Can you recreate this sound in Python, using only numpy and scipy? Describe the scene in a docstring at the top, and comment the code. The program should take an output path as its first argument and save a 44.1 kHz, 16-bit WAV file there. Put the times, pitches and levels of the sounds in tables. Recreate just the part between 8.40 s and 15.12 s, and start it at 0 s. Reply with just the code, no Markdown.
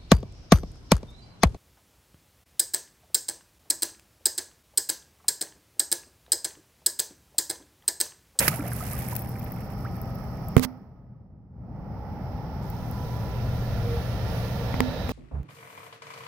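"""A fish on a rope splashes into a river at night: a slap, ringing bubbles, then spray thinning out to drops.
The splash is built from noise puffs, tiny pings and patter; each large bubble is a dying sine of rising pitch.
A hand knocks and rubs the phone (ringing modes, thumps and noise); after the heaviest knock the sound from
outside sinks and dulls, then returns. A thin high hiss sets in at 4.26 s; behind are a faint whistle, a far
vehicle that draws nearer, humming tones and a town's rumble, made from shaped noise and wavering sines."""
import sys
import numpy as np
from scipy import signal
from scipy.fft import rfft, irfft
from scipy.io import wavfile
from scipy.ndimage import map_coordinates

SR = 44100
rng = np.random.default_rng(int(sys.argv[2]) if len(sys.argv) > 2 else 0)


def bounce(signal):
    """Save signal as a 16-bit WAV file at the path given by the first command-line argument."""
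    frames = np.transpose(np.atleast_2d(signal))
    limited = np.clip(frames, -1, 1)
    pcm = np.round(limited * 32767).astype(np.int16)
    wavfile.write(sys.argv[1], SR, pcm)


N = 296352
TIME = np.arange(N) / SR

# Surges of water: the plunge, the thrown spray landing, the fish wallowing.
# Each row: start in seconds, hold in seconds, fade in dB per second, churn level in dB, spray level in dB.
SURGES = [(0, .025, 115, -29.5, -27.5), (0.27, .45, 75, -49, -42.5), (.12, 0.27, 11, -49, -48.5)]
SURGE_RISE_DB_PER_S = 296
# Bursts of spray and slaps on the water. Each row: start in seconds, spray level in dB, churn level in dB,
# decay time constant in seconds, left minus right of the spray in dB.
SLAPS = [(.004, -18, -20.5, 0.0042, -4.5), (0.026, -43, -26, 0.0058, 1),
         (0.0791, -6.5, -12.5, 0.0044, -3.5), (0.753, -15, -40, 0.0011, 6), (0.7633, -12, -55, 0.0021, 12)]
# Colour of churning water. 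Each row: frequency in Hz, relative level in dB per Hz.
CHURN_COLOUR = [(100, -15), (300, -2.5), (560, -2), (850, -7), (1250, -3.5), (1600, -1), (2300, -2),
                (3000, -10.5), (6000, -22), (12000, -43.5)]
# Colour of spray. Each row: frequency in Hz, relative level in dB per Hz.
SPRAY_COLOUR = [(800, -23), (2400, -6.5), (3600, -10.5), (5000, -5.5), (7200, -5.5), (9500, -0.5),
                (13000, 2.5), (16000, -1.5)]
# Louder spray holds more droplets: their rate at a given level, and its power law with amplitude
DROPLETS_PER_S, DROPLETS_AT_DB, DROPLETS_POWER = 1200, -41, .9
# Spray lands in clumps: how often, and how unevenly
CLUMPS_PER_S, CLUMP_DB = 40, 2
# Large bubbles. Each row: start in seconds, level in dB, starting pitch in Hz, rise in octaves per second.
BUBBLES = [(.012, -23, 536, 3.2), (.022, -31, 920, 2), (.077, -24, 1220, 2), (.079, -20, 134, 6.1),
           (.116, -30.5, 1240, 6), (.135, -30, 623, 8.6), (.172, -34, 860, 13), (.192, -23, 272, 7),
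           (.195, -33, 1330, 2.8), (.24, -31, 566, 4.5), (.258, -30.5, 662, 7.5), (.407, -31.5, 1260, 2.7),
           (.425, -34, 681.4, 6.6), (.537, -35.5, 1200, 1), (.727, -30.5, 937, 7), (1.4501, -30, 1194, 40)]
# A bubble's time to fall 60 dB at 1 kHz; higher bubbles die sooner by this power of pitch
BUBBLE_T60_S, BUBBLE_POWER = 0.069, 0.44
# Single drops and ticks. Each row: start in seconds, peak level in dB before panning, pitch in Hz,
# left minus right in dB.
DROPS = [(.16, -25, 9700, -4), (0.2807, -23.5, 12100, -4), (0.334, -20, 10400, 6), (0.365, -21, 12900, -9),
         (.533, -24.5, 11340, 0), (.5899, -20.5, 14070, 6), (0.686, -22.5, 12000, -3),
         (.7926, -21, 13900, 1), (.82, -29, 13560, 15), (0.8914, -27, 14100, 9), (.995, -30, 14500, 15),
         (1.0436, -29, 13500, 1), (1.1204, -28, 14400, 9), (1.566, -33, 13800, 0), (1.6154, -25, 13700, 11),
         (1.7539, -36, 14000, 12), (2.0853, -31.5, 13000, -2), (4.301, -25.5, 14500, -12),
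         (4.5123, -32, 13500, -12)]

# Knocks on the phone. Each row: start in seconds, ring level in dB, hardness in dB per octave,
# thump level in dB, tick level in dB, left minus right of ring and tick in dB.
KNOCKS = [(2.1665, 1, -4, 10, -6.5, -3), (2.1801, -10, -3, -24, -20, -.5),
          (2.1956, -14, -0.5, -14, -14, -2), (2.2485, -35.5, 7.5, -20, -19, -30),
          (6.342, -20.5, 3, -18, -32, 16), (6.405, -7, 2, -40.5, -8.5, -5),
          (6.693, -17.5, 0.5, -36, -21.5, 15)]
# Ringing modes of the phone's body and ports. Each row: pitch in Hz, relative level in dB,
# time to fall 60 dB in seconds, left minus right in dB.
BODY_MODES = [(253.7, -15, 0.41, -28.5), (455.5, -32, 0.23, -9.5), (464, -6.5, 0.015, -8.5),
              (1004, -2, 0.0048, 24.5), (1965, -10.5, 0.006, 2.5)]
# Colour of skin on the casing. Each row: frequency in Hz, relative level in dB per Hz.
SKIN_COLOUR = [(100, 1.5), (1000, 6), (2200, 1), (4000, -1.5), (7000, -4.5), (11000, -7.5), (16000, 2.5)]
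# A finger rubs across the right port. Each row: start in seconds, hold in seconds, level in dB.
RUBS = [(2.177, 0.0075, -35.5), (2.183, 0.057, -49), (2.231, .018, -28.5), (4.226, 0.019, -58),
        (6.69, 0.026, -46)]
RUB_RISE_DB_PER_S, RUB_FADE_DB_PER_S = 2200, 2397.5

# Colour of a thin high hiss. Each row: frequency in Hz, relative level in dB per Hz.
HISS_COLOUR = [(3000, -14), (5000, -2.5), (6200, 1), (7500, -13), (9000, -4.5), (12800, -6), (13800, 5),
               (15800, -1.5)]
HISS_S, HISS_HOLD_S, HISS_FADE_DB_PER_S = 4.26, 1.93, 14
HISS_DB, HISS_GROWTH_DB_PER_S = -54, 2
# Swells of a faint high whistle. Each row: loudest moment in seconds, half length in seconds, level in dB.
WHISTLE_SWELLS = [(4.633, 0.13, -70), (5.6, .17, -61.5), (6.0, 0.079, -60.5)]
# Its pitch sags from the loudest moment of its first swell on
WHISTLE_HZ, WHISTLE_SAG_HZ_PER_S = 10800, 350

# Colour of the far vehicle. 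Each row: frequency in Hz, relative level in dB per Hz.
VEHICLE_COLOUR = [(25, -10.5), (55, 7), (125, 5), (200, -10), (340, -21), (490, -11.5), (700, -17.5),
                  (1100, -30), (1350, -28), (2400, -36), (3000, -37.5), (5400, -38.5), (7500, -59.5),
                  (11000, -58), (16000, -54)]
# Its engine rumble peaks first, its tyres later
ENGINE_PEAK_S, ENGINE_HALF_S, ENGINE_DB = 5.57, 1.0, -29.5
TYRES_PEAK_S, TYRES_HALF_S, TYRES_DB = 6.4, 1.22, -22.5
TYRES_ABOVE_HZ = 440
# Far engine drones and tyre whines. Each row: loudest moment in seconds, half length in seconds,
# pitch in Hz, level in dB, wobble (its speed and its width) in Hz.
DRONES = [(0.5, 1.63, 120.1, -34, 3), (5.45, .65, 118.4, -29, 4), (1.106, 1.06, 71, -49, 6.1),
          (1.196, 1.06, 785, -50.5, 4.3), (2.093, 0.69, 1267, -53, 23.8), (3.957, 0.65, 820, -43.5, 113),
          (4.76, 0.32, 983, -47.5, 20), (5.524, 0.072, 468, -34, 11), (6.12, 0.14, 470.4, -39, 6.9),
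          (5.697, 1.4, 1364, -53.5, 70), (6.442, .32, 907, -48, 4), (6.613, 0.23, 3850, -47, 410)]
# Colour of the night air by the river. Each row: frequency in Hz, relative level in dB per Hz.
NIGHT_COLOUR = [(25, -18), (58, -1), (125, -1.5), (195, -2), (344, -17), (820, -16.5), (1080, -25),
                (1280, -24), (1600, -34.5), (1900, -32), (2500, -41.5), (3820, -51.5), (5430, -35.5),
                (6600, -57), (8360, -62), (11500, -50.5), (14000, -44.5), (16000, -45.5)]
NIGHT_DB = -34

# Everything outside sinks after the heaviest knock, then returns
SINK_S, RETURN_S = 2.21, 3.092
# How bass, middle and treble sink, one row for each, before neighbouring bands are blended.
# Each row: depth in dB, sinking time constant in seconds, return time constant in seconds.
SINK_BANDS = [(12.31, 0.048, .15), (31.3, 0.39, 0.25), (43.2, 0.32, 0.39)]
# The two ports differ: the left is weak in the low treble and stronger near the top.
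# Each row: frequency in Hz, left minus right in dB.
PORT_DIFFERENCE = [(60, 1.5), (200, 0), (700, -3), (1400, -4.5), (2400, -2.5), (3200, -10.5), (4500, -18.5),
                   (5600, -21.5), (8500, -17.5), (10500, -11), (12000, -3), (14000, 6.5), (16000, 1.5)]
TOP_HZ = 15750


def undb(db):
    """Turn decibels into gain."""
    return 10 ** (np.asarray(db) / 20)


def at(table, hz):
    """Read (Hz, value) points on a log-frequency axis."""
    f, value = np.transpose(table)
    return np.interp(np.log(hz + 1), np.log(f), value)


def colour(x, spectrum):
    """Filter by (Hz, dB) points, keeping the power of white noise."""
    gain = undb(at(spectrum, np.fft.rfftfreq(N, 1 / SR)))
    return irfft(rfft(x) * gain / np.sqrt(np.mean(gain ** 2)), N)


def ears(pan_db):
    """Give left and right gains whose mean is one; a positive pan favours the left."""
    gains = undb(np.array([np.atleast_1d(pan_db), -np.atleast_1d(pan_db)]) / 2)
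    return gains / gains.mean(axis=0)


def walk(rate):
    """Draw a smooth random curve through so many points a second, with a spread near one."""
    knots = rng.standard_normal(int(N / SR * rate) + 2)
    return map_coordinates(knots, [TIME * rate], order=2, mode="nearest")


def add(out, s, sound):
    """Mix a sound in from time s on."""
    i = max(int(s * SR), 0)
    out[:, i:i + sound.shape[-1]] += sound[..., :N - i]


def swell(s, half_s):
    """Make a bell-shaped gain, one at time s."""
    return np.exp(-((TIME - s) / half_s) ** 2 / 2)


def envelope(s, hold_s, rise_db_per_s, fade_db_per_s):
    """Make a gain that rises to one at time s, holds and fades."""
    rise_db = (TIME - s) * rise_db_per_s
    fade_db = (s + hold_s - TIME) * fade_db_per_s
    return undb(np.clip(np.minimum(rise_db, fade_db), -200, 0))


def ring(hz, t60, octaves_per_s=0):
    """Make a dying sine, 60 dB down after t60 seconds, whose pitch may glide."""
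    t = TIME[:int(t60 * SR) + 2]
    pitch = np.minimum(hz * 2 ** (octaves_per_s * t), SR / 2)
    return np.sin(2 * np.pi * np.cumsum(pitch) / SR) * np.exp(-np.log(1000) * t / t60)


def burst(decay_s, rise_s):
    """Make a short crackling puff of noise, its fine grain different at each port."""
    t = TIME[:SR // 10]
    # the crackle's level jumps at random every 10 samples
    steps = np.repeat(rng.standard_normal(len(t) // 10 + 1), 10)[:len(t)]
    crackle = undb(3.5 * steps - 1.4)
    shape = np.exp(-t / decay_s) * (1 - np.exp(-t / rise_s))
    return rng.standard_normal((2, len(t))) * crackle * shape


def patter(per_s, scatter_db, smear_s):
    """Make tiny impacts of unequal size, each a short fizz of noise; power near one."""
    hit = rng.random(N) < per_s / SR
    energy = undb(scatter_db * np.minimum(rng.exponential(size=N), 3)) ** 2
    impacts = hit * energy / (energy.mean() * per_s / SR)
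    keep = np.exp(-2 / (smear_s * SR))
    # each impact's power dies away; the tiny floor keeps the root safe
    power = signal.lfilter([1 - keep], [1, -keep], impacts + 1e-18)
    return np.sqrt(power) * rng.standard_normal((2, N))


def grains(per_s, low_hz, high_hz, scatter_db, cycles, rise):
    """Ping droplets or small bubbles, each for some cycles at its own pitch and place; power near one."""
    out = np.zeros((2, N))
    starts = np.flatnonzero(rng.random(N) < per_s / SR)
    for i, (pitch, size, place, lag) in zip(starts, rng.random((len(starts), 4))):
        hz = low_hz + (high_hz - low_hz) * pitch
        ping = ring(hz, cycles / hz, rise * hz / cycles)
        size_gain = undb(scatter_db * (min(-np.log(size), 4) - 1.6))
        gain = size_gain * np.sqrt(SR / per_s[i] / np.sum(ping ** 2))
        left, right = gain * ears(10 * (place - .5))
        add(out[:1], i / SR, left * ping)
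        # the right port hears it up to about 0.1 ms sooner or later
        add(out[1:], i / SR + 0.00021 * (lag - .5), right * ping)
    return out


def surges():
    """Follow the strength of churning water and of spray; the surges add in power."""
    power = 0
    for s, hold_s, fade_db_per_s, churn_db, spray_db in SURGES:
        shape = envelope(s, hold_s, SURGE_RISE_DB_PER_S, fade_db_per_s)
        power = power + np.outer(undb([churn_db, spray_db]), shape) ** 2
    return np.sqrt(power)


def splash():
    """The fish slaps the surface; water churns, small trapped bubbles ring, and spray falls back."""
    churning, spraying = surges() * undb(CLUMP_DB * walk(CLUMPS_PER_S))
    per_s = DROPLETS_PER_S * (spraying / undb(DROPLETS_AT_DB)) ** DROPLETS_POWER
    per_s = np.clip(per_s, 10, SR / 10)

    wash = patter(per_s / 4, scatter_db=-1.5, smear_s=0.0067) * undb(-2.0)
    froth = grains(per_s / 5, low_hz=405, high_hz=3090, scatter_db=3.0, cycles=22, rise=0.34) * undb(-10.5)
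    churn = (wash + froth) * churning

    mist = patter(per_s / 2, scatter_db=2.0, smear_s=0.0029)
    droplets = grains(per_s, low_hz=8500, high_hz=16400, scatter_db=3.5, cycles=20, rise=0) * undb(-7.5)
    spray = (droplets + mist) * spraying
    spray = spray * ears(np.interp(TIME, [.45, .85], [3, -3][::-1]))  # the last drops land to the left

    for s, fizz_db, slap_db, decay_s, pan_db in SLAPS:
        add(spray, s, burst(decay_s, 0.00068) * undb(fizz_db) * ears(pan_db))
        add(churn, s, burst(decay_s, 0.00028) * undb(slap_db))
    return colour(churn, CHURN_COLOUR) + colour(spray, SPRAY_COLOUR)


def bubbles():
    """Large bubbles ring, the low ones longest, and rise in pitch as they near the surface."""
    out = np.zeros((2, N))
    for s, db, hz, rise in BUBBLES:
        t60 = BUBBLE_T60_S * (1000 / hz) ** BUBBLE_POWER
        add(out, s, ring(hz, t60, rise) * undb(db))
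    return out


def drops():
    """Single drops tick on the water and the bank: tiny puffs of noise in a narrow band."""
    out = np.zeros((2, N))
    for s, db, hz, pan_db in DROPS:
        edges = [0.93 * hz, min(1.23 * hz, SR / 2 - 1000)]
        band = signal.butter(2, edges, "bandpass", fs=SR, output="sos")
        tick = signal.sosfilt(band, burst(decay_s=.0009, rise_s=.0001))
        peak = np.abs(tick.mean(axis=0)).max()
        add(out, s, tick / peak * undb(db) * ears(pan_db))
    return out


def knocks():
    """Knocks ring the phone's body and thump the right port; also returns their uncoloured ticks."""
    out, ticks = np.zeros((2, N)), np.zeros((2, N))
    # air squeezed into the port, slower as the skin gives way
    thump = -ring(hz=135, t60=0.021, octaves_per_s=-61)
    for s, ring_db, hardness_db, thump_db, tick_db, pan_db in KNOCKS:
        for hz, db, t60, mode_pan_db in BODY_MODES:
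            # a harder knock favours the higher modes
            tilt_db = hardness_db * np.log2(hz / BODY_MODES[0][0])
            add(out, s, ring(hz, t60) * undb(ring_db + db + tilt_db) * ears(pan_db + mode_pan_db))
        add(out, s + 0.0011, thump * undb(thump_db) * ears(-27))
        add(ticks, s, burst(decay_s=0.00044, rise_s=.0001) * undb(tick_db) * ears(pan_db))
    return out, ticks


def rubs():
    """A finger drags over the right port: dense tiny impacts follow its pressure."""
    pressure = 0
    for s, hold_s, db in RUBS:
        pressure = pressure + envelope(s, hold_s, RUB_RISE_DB_PER_S, RUB_FADE_DB_PER_S) * undb(db)
    return patter(7300, scatter_db=0.8, smear_s=0.00069) * pressure * ears(-25.0)


def handling():
    """The hand's knocks and rubs join; ticks and rubs take on the colour of skin."""
    body, ticks = knocks()
    return body + colour(ticks + rubs(), SKIN_COLOUR)


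def hiss():
    """A thin high hiss of shaped noise sets in abruptly, grows a little and fades."""
    growth = undb(HISS_DB + HISS_GROWTH_DB_PER_S * (TIME - HISS_S) + 1.1 * walk(6))
    gate = envelope(HISS_S, HISS_HOLD_S, rise_db_per_s=297, fade_db_per_s=HISS_FADE_DB_PER_S)
    return colour(rng.standard_normal((2, N)), HISS_COLOUR) * growth * gate


def whistle():
    """A thin far-off sine trembles in pitch, sags and swells."""
    hz = WHISTLE_HZ - WHISTLE_SAG_HZ_PER_S * np.maximum(TIME - WHISTLE_SWELLS[0][0], 0)
    gain = sum(swell(s, half_s) * undb(db) for s, half_s, db in WHISTLE_SWELLS)
    return np.sin(2 * np.pi * np.cumsum(hz + 70 * walk(250)) / SR) * gain


def far_noise(spectrum, unlike_hz, ripple_db):
    """Diffuse outdoor sound: long waves reach both ports alike, short ones do not."""
    hz = np.fft.rfftfreq(N, 1 / SR)
    likeness = .93 * np.sinc(hz / unlike_hz)  # first falls to zero at unlike_hz
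    mid, side = rfft(rng.standard_normal((2, N)))
    side = side * np.sqrt((1 - likeness) / (1 + likeness)) * np.array([[1], [-1]])
    # echoes off water and banks leave narrow peaks and dips, mostly in the middle range
    knots = np.arange(0, SR / 2, 22)
    ripple = np.interp(hz, knots, rng.standard_normal(len(knots)))
    ripple = ripple * at([(200, 0), (450, 0.18), (2000, 1.0), (6000, 0.0014)], hz)
    return colour(irfft((mid + side) * undb(ripple_db * ripple), N), spectrum)


def vehicle():
    """A far vehicle nears: the engine's rumble swells first, the tyre noise follows."""
    noise = far_noise(VEHICLE_COLOUR, unlike_hz=2320, ripple_db=4.0) * undb(.5 * walk(9))
    lowpass = signal.butter(2, TYRES_ABOVE_HZ, fs=SR, output="sos")
    engine = signal.sosfiltfilt(lowpass, noise, padtype="even")
    tyres = (noise - engine) * ears(-2.5)  # a little to the right
    engine = engine * swell(ENGINE_PEAK_S, ENGINE_HALF_S) * undb(ENGINE_DB)
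    return engine + tyres * swell(TYRES_PEAK_S, TYRES_HALF_S) * undb(TYRES_DB)


def drones():
    """Tones of far machines waver in pitch and level as they swell and fade."""
    out = 0
    for s, half_s, hz, db, wobble_hz in DRONES:
        knots = np.arange(0, N / SR + 1, 1 / wobble_hz)
        sway = np.interp(TIME, knots, rng.standard_normal(len(knots)))
        phase = 2 * np.pi * np.cumsum(hz + .5 * wobble_hz * sway) / SR
        # shifted by a second, the same sway moves the level apart from the pitch
        level = undb(db + 2 * np.roll(sway, SR))
        out = out + swell(s, half_s) * level * np.sin(phase)
    return out


def night():
    """The town's rumble in the night air: diffuse shaped noise whose level drifts a little."""
    noise = far_noise(NIGHT_COLOUR, unlike_hz=2400, ripple_db=0.5)
    return noise * undb(NIGHT_DB + 0.31 * walk(7.6))


def sink(x):
    """The sound sinks and dulls for a while: the treble falls furthest and comes back last."""
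    hz, s, frames = signal.stft(x, SR, nperseg=512)
    sinking = np.clip(s, SINK_S, RETURN_S) - SINK_S
    returning = np.maximum(s - RETURN_S, 0)
    bass, middle, treble = (-depth_db * (1 - np.exp(-sinking / down_s)) * np.exp(-returning / up_s)
                            for depth_db, down_s, up_s in SINK_BANDS)
    # even the lowest bass takes a small share of the middle's fall
    to_middle = at([(170, 0.064), (1500, 1.0)], hz)[:, None]
    to_treble = at([(1500, 0), (7500, 1.0)], hz)[:, None]
    db = bass + (middle - bass) * to_middle + (treble - middle) * to_treble
    return signal.istft(frames * undb(db), SR)[1][:, :N]


def scene():
    """The river and its background sink together; the hand's sounds on the phone do not."""
    water = splash() + bubbles() + drops()
    background = hiss() + whistle() + vehicle() + drones() + night()
    return sink(water + background) + handling()


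def record(dry):
    """Each port colours the sound; the loudest peaks are rounded off; the top is cut."""
    ports = ears(at(PORT_DIFFERENCE, np.fft.rfftfreq(N, 1 / SR)))
    ports = ports / np.sqrt(np.mean(ports ** 2, axis=0))
    heard = irfft(rfft(dry) * ports, N)
    # the microphones overload on the heaviest knock
    clipped = .95 * heard / (1 + heard ** 6) ** (1 / 6)
    return signal.sosfilt(signal.ellip(10, .2, 80, TOP_HZ, fs=SR, output="sos"), clipped)


dry = scene()
out = record(dry)
bounce(out)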